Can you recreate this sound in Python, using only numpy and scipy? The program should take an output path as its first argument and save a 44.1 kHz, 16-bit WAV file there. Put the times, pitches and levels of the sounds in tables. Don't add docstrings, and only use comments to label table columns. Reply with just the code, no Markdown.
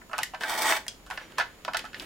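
import sys
import numpy as np
from scipy import signal
from scipy.fft import rfft, irfft
from scipy.io import wavfile
from scipy.ndimage import uniform_filter1d

SR = 44100
rng = np.random.default_rng(int(sys.argv[2]) if len(sys.argv) > 2 else 0)


def generate_wav(sig):
    pcm = np.round(np.clip(np.atleast_2d(sig).T, -1, 1) * 32767).astype(np.int16)
    wavfile.write(sys.argv[1], SR, pcm)


N = 90404
T = np.arange(N) / SR
RING_T = T[:SR // 3]
CUTOFF_HZ = 15800


def grinding():
    # time in seconds, then relative levels of body, hiss and gear rumble in dB.
    envelope = [(0.402, -75, -60, -59), (.412, -38, -49, -42), (.44, -42, -51, -49),
                (0.474, -40.5, -52.5, -53), (0.495, -35.5, -39, -48), (.526, -32.5, -43, -52),
                (0.572, -38, -45, -41.5), (0.584, -32, -35.5, -51), (.606, -33.5, -42, -42),
                (.622, -34.5, -34, -41), (0.647, -31.5, -39, -39.5), (.68, -29.5, -38.5, -47),
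                (.706, -26.5, -32.5, -37.5), (0.739, -34, -43, -46.5), (0.771, -34.5, -40.5, -56),
                (.795, -54, -67, -53), (.83, -73, -77, -61)]
    # centre and width in Hz, relative gain in dB.
    body_peaks = [(642.3, 30, 0), (785, 18, 1), (817, 21, 1.5), (860.4, 25, 3.5), (909, 20, 1.5),
                  (987, 50, -3), (1078, 74, -2.5), (1300, 150, -5.5), (1498, 86, -4), (1863, 116, -1.5),
                  (1997, 124, -4), (2255, 114, -2.5), (3146, 250, -9.5), (3660, 230, -11)]
    hiss_peaks = [(3340, 360, -13), (4440, 890, 4), (5870, 270, 8), (6230, 610, 0.5), (7870, 480, 5),
                  (8830, 430, 6), (10700, 2500, -1.5), (13800, 2400, -0.5), (16300, 910, 0)]
    times, *levels_db = np.transpose(envelope)
    body_gain, hiss_gain, rumble_gain = [
        from_db(np.interp(T, times, db, left=-120, right=-120)) for db in levels_db]
    count, blades_per_s, jitter, bite_depth = 100, 100, 0.3, 2.4
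    bite_times = times[0] + (np.arange(count) + jitter * rng.standard_normal(count)) / blades_per_s
    bites = np.zeros(N)
    bites[np.clip(bite_times * SR, 0, N - 1).astype(int)] = rng.uniform(0.28, 0.57, count)
    load = 1 + bite_depth * signal.fftconvolve(bites, decay(t60=0.022))[:N]
    load /= np.sqrt(np.mean(load[(T > times[0]) & (T < times[-1])] ** 2))
    chips = load * np.array([grains(N, per_s=16000, spread_db=2.5) for _ in range(2)])
    body = from_db(2.5) * resonate(widen(chips, width=0.35), body_peaks)
    hiss = from_db(3) * pan(0.58) * resonate(widen(chips, width=0.72), hiss_peaks)
    rumble = unit_power(band(widen(chips, width=0.15), 267, 700, order=2))
    return body_gain * body + hiss_gain * hiss + rumble_gain * rumble


def cutter_song():
    # time in seconds, level in dB.
    envelope = [(.63, -56), (.665, -36), (.695, -33), (.72, -43), (.775, -53), (.80, -76)]
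    # centre and width of a resonance in Hz, relative gain in dB.
    steel_peaks = [(3630, 120, -19), (5830, 230, -7), (6750, 130, 2.5), (8170, 430, 2), (8380, 350, 4.5)]
    times, db = np.transpose(envelope)
    gain = from_db(np.interp(T, times, db)) * (T > times[0]) * (T < times[-1])
    return gain * resonate(stereo_noise(N, width=0.31), steel_peaks)


def impacts(blows, rattle_db, rattles_per_s, ring_db, shell_db, shell_t60, top_hz):
    # frequency in Hz, relative level in dB, 60 dB decay time in seconds.
    casing_modes = [(636, -1, 0.062), (674, -7, .08), (758, -1.5, 0.068), (837, -3, 0.054),
                    (880, -2.5, 0.032), (971.5, -1, 0.058), (1074, 4, 0.021), (1315, 1, 0.052),
                    (1477, -1.5, 0.058), (1565, 1, 0.036), (1732, 8, 0.029), (2007, -3, 0.038),
                    (2566, -3.5, 0.032), (2934, -1, 0.017)]
    edges_hz = [520, 1400, 2600, 5200, 16000]
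    attack_s, thump_db, strike_spread_db = 0.008, -15, 2.5
    out = np.zeros((2, N))
    for start, rattle_t60, *levels_db, side_db in blows:
        struck = [(hz, db + strike_spread_db * rng.standard_normal(), t60)
                  for hz, db, t60 in casing_modes]
        ring = from_db(ring_db) * modes(struck)
        ring[0] += 1
        blow = from_db(rattle_db) * grains(len(RING_T), rattles_per_s, spread_db=2.4) * decay(rattle_t60)
        blow[0] += 1
        shell = stereo_noise(len(RING_T), width=0.63) * decay(shell_t60)
        shell *= from_db(shell_db) / np.linalg.norm(shell[0])
        shell[:, 0] += 1
        burst = whiten(convolve(shell, blow))
        sound = band(convolve(burst, ring), 150, top_hz, order=2)
        parts = [band(sound, low, high) for low, high in zip(edges_hz, edges_hz[1:])]
        thump = band(sound, 315, 720, order=2)
        for part, db in zip(parts + [thump], levels_db + [levels_db[0] + thump_db]):
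            attack_rms = part[:, :int(attack_s * SR)].std()
            add(out, start, pan(side_db) * from_db(db) * part / attack_rms)
    return out


def knocks():
    # start and rattle decay time in seconds, then body, clack, edge, snap and pan in dB.
    blows = [(0.015, 0.0078, -53.5, -47, -78, -75, 2), (0.096, 0.013, -46, -57, -62, -66, -1),
             (0.113, 0.12, -41, -46, -61, -60, -2), (0.132, 0.045, -30, -32, -42, -57, -1),
             (0.1875, 0.024, -26, -30.5, -32, -39, -0.5), (0.336, 0.066, -35, -43, -52, -63, 0.5),
             (0.347, 0.022, -56, -36.5, -42.5, -59, -0.5), (0.4085, 0.086, -61, -36, -40.5, -51, 5),
             (0.435, 0.019, -59, -27, -34, -54, 0), (0.702, 0.011, -37, -29.5, -50, -38, 2),
             (0.7225, 0.019, -25.5, -21.5, -34.5, -47, 1), (0.765, 0.018, -40, -33, -36.5, -54, 1),
             (1.064, 0.057, -49.5, -74, -53, -59, 0), (1.101, 0.079, -36.5, -40.5, -46.5, -48.5, -1.5),
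             (1.1095, 0.025, -48, -34.5, -41.5, -56, 2.5), (1.175, 0.018, -39.5, -33, -38.5, -57, -0.5),
             (1.213, 0.06, -50, -46.5, -67, -84, 1), (1.32, 0.023, -52.5, -53, -56, -64, -2),
             (1.383, 0.064, -24, -24.5, -31, -38.5, -0.5), (1.399, 0.061, -30, -25, -34, -51, 2.2),
             (1.679, 0.04, -26.5, -32, -42.5, -61, -0.5), (1.7455, 0.027, -25, -27.5, -32, -50, -2),
             (1.841, 0.042, -40.5, -42.5, -58, -57, 0), (1.852, 0.061, -56, -42.5, -47, -56.5, -1),
             (1.931, 0.046, -63, -45.5, -48, -65, 0), (2.022, 0.024, -44, -65, -56, -51, -4)]
    return impacts(blows, rattle_db=-16.5, rattles_per_s=1700, ring_db=-24.5,
                   shell_db=0.5, shell_t60=0.017, top_hz=9400)


def clicks():
    # start and rattle decay time in seconds, then body, clack, edge, snap and pan in dB.
    blows = [(0.181, 0.0051, -31.5, -34, -37, -37.5, 0), (0.232, 0.014, -69, -41.5, -30.5, -31, 0.5),
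             (0.866, 0.0085, -48, -54, -57, -53, 2), (1.649, 0.0077, -40.5, -38, -37, -49, 0.5),
             (1.735, 0.0055, -42, -34, -39, -48.5, 2), (1.7695, 0.013, -51, -44, -30.5, -35.5, 0),
             (1.7925, 0.0073, -69, -38.5, -37, -46.5, 1), (1.945, 0.0033, -68, -45, -41, -65, 0),
             (1.998, 0.0088, -69, -57, -36.5, -49, 0.7)]
    return impacts(blows, rattle_db=-13, rattles_per_s=3400, ring_db=-32,
                   shell_db=2.5, shell_t60=0.018, top_hz=11700)


def catch():
    # frequency in Hz, relative level in dB, 60 dB decay time in seconds.
    steel_modes = [(2830, -1, 0.021), (3290, 6.5, 0.037), (4440, 0, 0.02), (4980, -2.5, 0.022),
                   (5116, 4, 0.022), (5700, -5, 0.017), (5900, 1.5, 0.01), (7040, -5, 0.033),
                   (8260, -3, .035), (8750, 3, 0.033), (9400, -7, 0.021), (13050, -20, 0.025)]
    burst = whiten(stereo_noise(len(RING_T), width=0.95) * decay(t60=0.026))
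    snap = from_db(-2) * band(burst, 1830, 7700, order=2)
    ping = from_db(-35) * modes(steel_modes)
    out = np.zeros((2, N))
    add(out, start=0.8812, sound=snap + ping)
    return out


def clamp_spring():
    # frequency in Hz, relative level in dB, 60 dB decay time in seconds.
    spring_modes = [(1740, 0.5, 0.074), (1884, 18, 0.022), (2070, -5, 0.051), (2110, 8, 0.034)]
    # start in seconds, gain in dB.
    twangs = [(.2325, -36.5), (.866, -53), (1.7685, -42.5), (1.9445, -47)]
    out = np.zeros((2, N))
    for start, db in twangs:
        add(out, start, from_db(db) * modes(spring_modes))
    return out


def rubbing():
    # start and length in seconds, level in dB.
    rubs = [(.135, 0.12, -46), (0.199, .045, -44), (1.099, 0.091, -49.5), (1.19, 0.083, -50.5),
            (1.27, 0.3, -60), (1.372, 0.068, -40.5), (1.764, 0.061, -45), (1.95, 0.053, -50.5),
            (1.995, 0.066, -46)]
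    rod_slides = [(1.115, 0.082, -57), (1.972, 0.13, -56.5)]
    grip_shifts = [(1.23, 0.28, -58.5), (1.66, 0.091, -57), (1.76, 0.17, -59.5), (1.97, 0.13, -50)]
    # frequency in Hz, relative level in dB.
    rub_spectrum = [(150, -5), (300, -11.5), (500, 4.5), (700, -4.5), (1800, 2.5), (3200, -1.5),
                    (6000, -19.5), (10000, -20.5), (16000, -31)]
    # time in seconds, pitch in Hz.
    squeak_pitch = [(1.18, 5350), (1.215, 5750), (1.25, 5800), (1.29, 5400)]
    slips = widen([grains(N, per_s=3000, spread_db=3) for _ in range(2)], width=0.4)
    rub = swells(rubs) * coloured(slips, rub_spectrum)
    hiss = unit_power(band(stereo_noise(N, width=0.87), 6440, CUTOFF_HZ, order=1))
    shuffle = unit_power(band(stereo_noise(N, width=0.19), 171, 390, order=2))
    times, hz = np.transpose(squeak_pitch)
    squeak = from_db(-64) * tone(np.interp(T, times, hz)) * np.interp(T, times, [0, 1, 1, 0])
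    return rub + swells(rod_slides) * hiss + swells(grip_shifts) * shuffle + squeak


def room(x):
    # lower and upper limit in Hz, 60 dB decay time in seconds, gain in dB.
    bands = [(100, 770, 0.23, -14.5), (552, 1680, 0.22, -8.5), (1480, 3530, 0.21, -8.5),
             (2960, 7700, 0.21, -6), (7100, 22000, 0.22, -11)]
    onset_s = 0.0032
    build_up = 1 - np.exp(-(RING_T / onset_s) ** 2)
    tail = 0
    for low, high, t60, db in bands:
        echoes = stereo_noise(len(RING_T), width=0.61) * decay(t60) * build_up
        tail = tail + from_db(db) * band(echoes / np.linalg.norm(echoes[0]), low, high)
    return convolve(x, tail)


def air():
    # frequency in Hz, relative spectral density in dB.
    spectrum = [(20, -7.5), (33, 1), (45, 5), (70, -3.5), (120, -5), (200, -4), (400, -6), (1000, -13.5),
                (1900, -21.5), (4000, -23.5), (8000, -27.5), (16000, -29.5)]
    mid = coloured(rng.standard_normal(N), spectrum)
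    side = coloured(rng.standard_normal(N), [(20, -22), (200, -9.5), (2000, -18), (16000, -32.5)])
    whine_hz, waver_hz = 6960, 45
    waver = unit_power(band(rng.standard_normal(N), 4.4, 150, order=1))
    whine = tone(whine_hz + waver_hz * waver)
    return from_db(-52.5) * widen([mid, side], width=0.72) + from_db(-66.5) * whine


def modes(table):
    phases = rng.uniform(-1.04, 1, len(table)) * np.pi / 2
    return sum(from_db(db) * decay(t60) * np.cos(2 * np.pi * hz * RING_T + phase)
               for (hz, db, t60), phase in zip(table, phases))


def resonate(x, peaks):
    out = 0
    for k, (hz, width_hz, db) in enumerate(peaks):
        radius = np.exp(-np.pi * width_hz / SR)
        feedback = [1, -2 * radius * np.cos(2 * np.pi * hz / SR), radius ** 2]
        gain = (-1) ** k * from_db(db) * (1 - radius ** 2) / 2
        out = out + gain * signal.lfilter([1, 0, -1], feedback, x)
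    return unit_power(out)


def grains(size, per_s, spread_db):
    strengths = from_db(spread_db * np.minimum(rng.exponential(1, size), 4))
    signs = rng.choice([-1, 1], size)
    return unit_power(strengths * signs * (rng.random(size) < per_s / SR))


def tone(hz):
    return np.sin(2 * np.pi * np.cumsum(hz) / SR)


def swells(slides):
    shape = [0.0075, 0.99, 1.0, 0.027]
    return sum(from_db(db) * np.interp(T, start + np.array([0, 0.01, length / 2, length]), shape)
               for start, length, db in slides)


def decay(t60):
    return from_db(-60 * RING_T / t60)


def whiten(x):
    spectrum = rfft(x, 2 * len(RING_T))
    power = uniform_filter1d(np.abs(spectrum) ** 2, size=61, axis=-1)
    return irfft(spectrum / np.sqrt(np.abs(power) + 1e-12))[..., :len(RING_T)]


def gain_curve(hz, db):
    bins_hz = np.maximum(np.fft.rfftfreq(N, 1 / SR), 1)
    return from_db(np.interp(np.log(bins_hz), np.log(hz), db))


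def coloured(x, spectrum):
    return unit_power(irfft(rfft(x) * gain_curve(*np.transpose(spectrum)), N))


def band(x, low_hz, high_hz, order=3):
    sections = signal.butter(order, [low_hz, min(high_hz, SR / 2 - 500)], "band", fs=SR, output="sos")
    return signal.sosfilt(sections, x + 1e-18)


def convolve(x, response):
    return signal.fftconvolve(x, np.atleast_2d(response), axes=1)[:, :x.shape[1]]


def widen(pair, width):
    return (pair[0] + width * pair[1] * np.array([[1], [-1]])) / np.sqrt(1 + width ** 2)


def stereo_noise(size, width):
    return widen(rng.standard_normal((2, size)), width)


def pan(db):
    return from_db(np.array([[db], [-db]]) / 2)


def from_db(db):
    return 10 ** (np.asarray(db) / 20)


def unit_power(x):
    return x / np.sqrt(np.mean(x ** 2) + 1e-20)


def add(out, start, sound):
    i = int(start * SR)
    out[:, i:i + sound.shape[-1]] += sound[..., :N - i]


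def scene():
    sharpener = knocks() + clicks() + catch() + clamp_spring() + grinding() + cutter_song() + rubbing()
    return sharpener + room(sharpener) + air()


def record(dry):
    # frequency in Hz, gain of the ports' difference in dB, left over right in dB.
    ports = [(100, -8.5, 0.5), (354, -1.5, -0.5), (704, -7, 0), (1270, -2.5, -2.5), (2400, -1, -1.5),
             (4500, 0.5, -0.1), (8500, -1, 0.3), (15000, -1.5, 1)]
    hz, side_db, balance_db = np.transpose(ports)
    mid = rfft(dry[0] + dry[1]) / 2
    side = gain_curve(hz, side_db) * rfft(dry[0] - dry[1]) / 2
    lean = gain_curve(hz, balance_db / 2)
    heard = irfft(np.array([(mid + side) * lean, (mid - side) / lean]), N)
    return signal.sosfilt(signal.ellip(10, 0.2, 80, CUTOFF_HZ, fs=SR, output="sos"), heard)


dry = scene()
out = record(dry)
generate_wav(out)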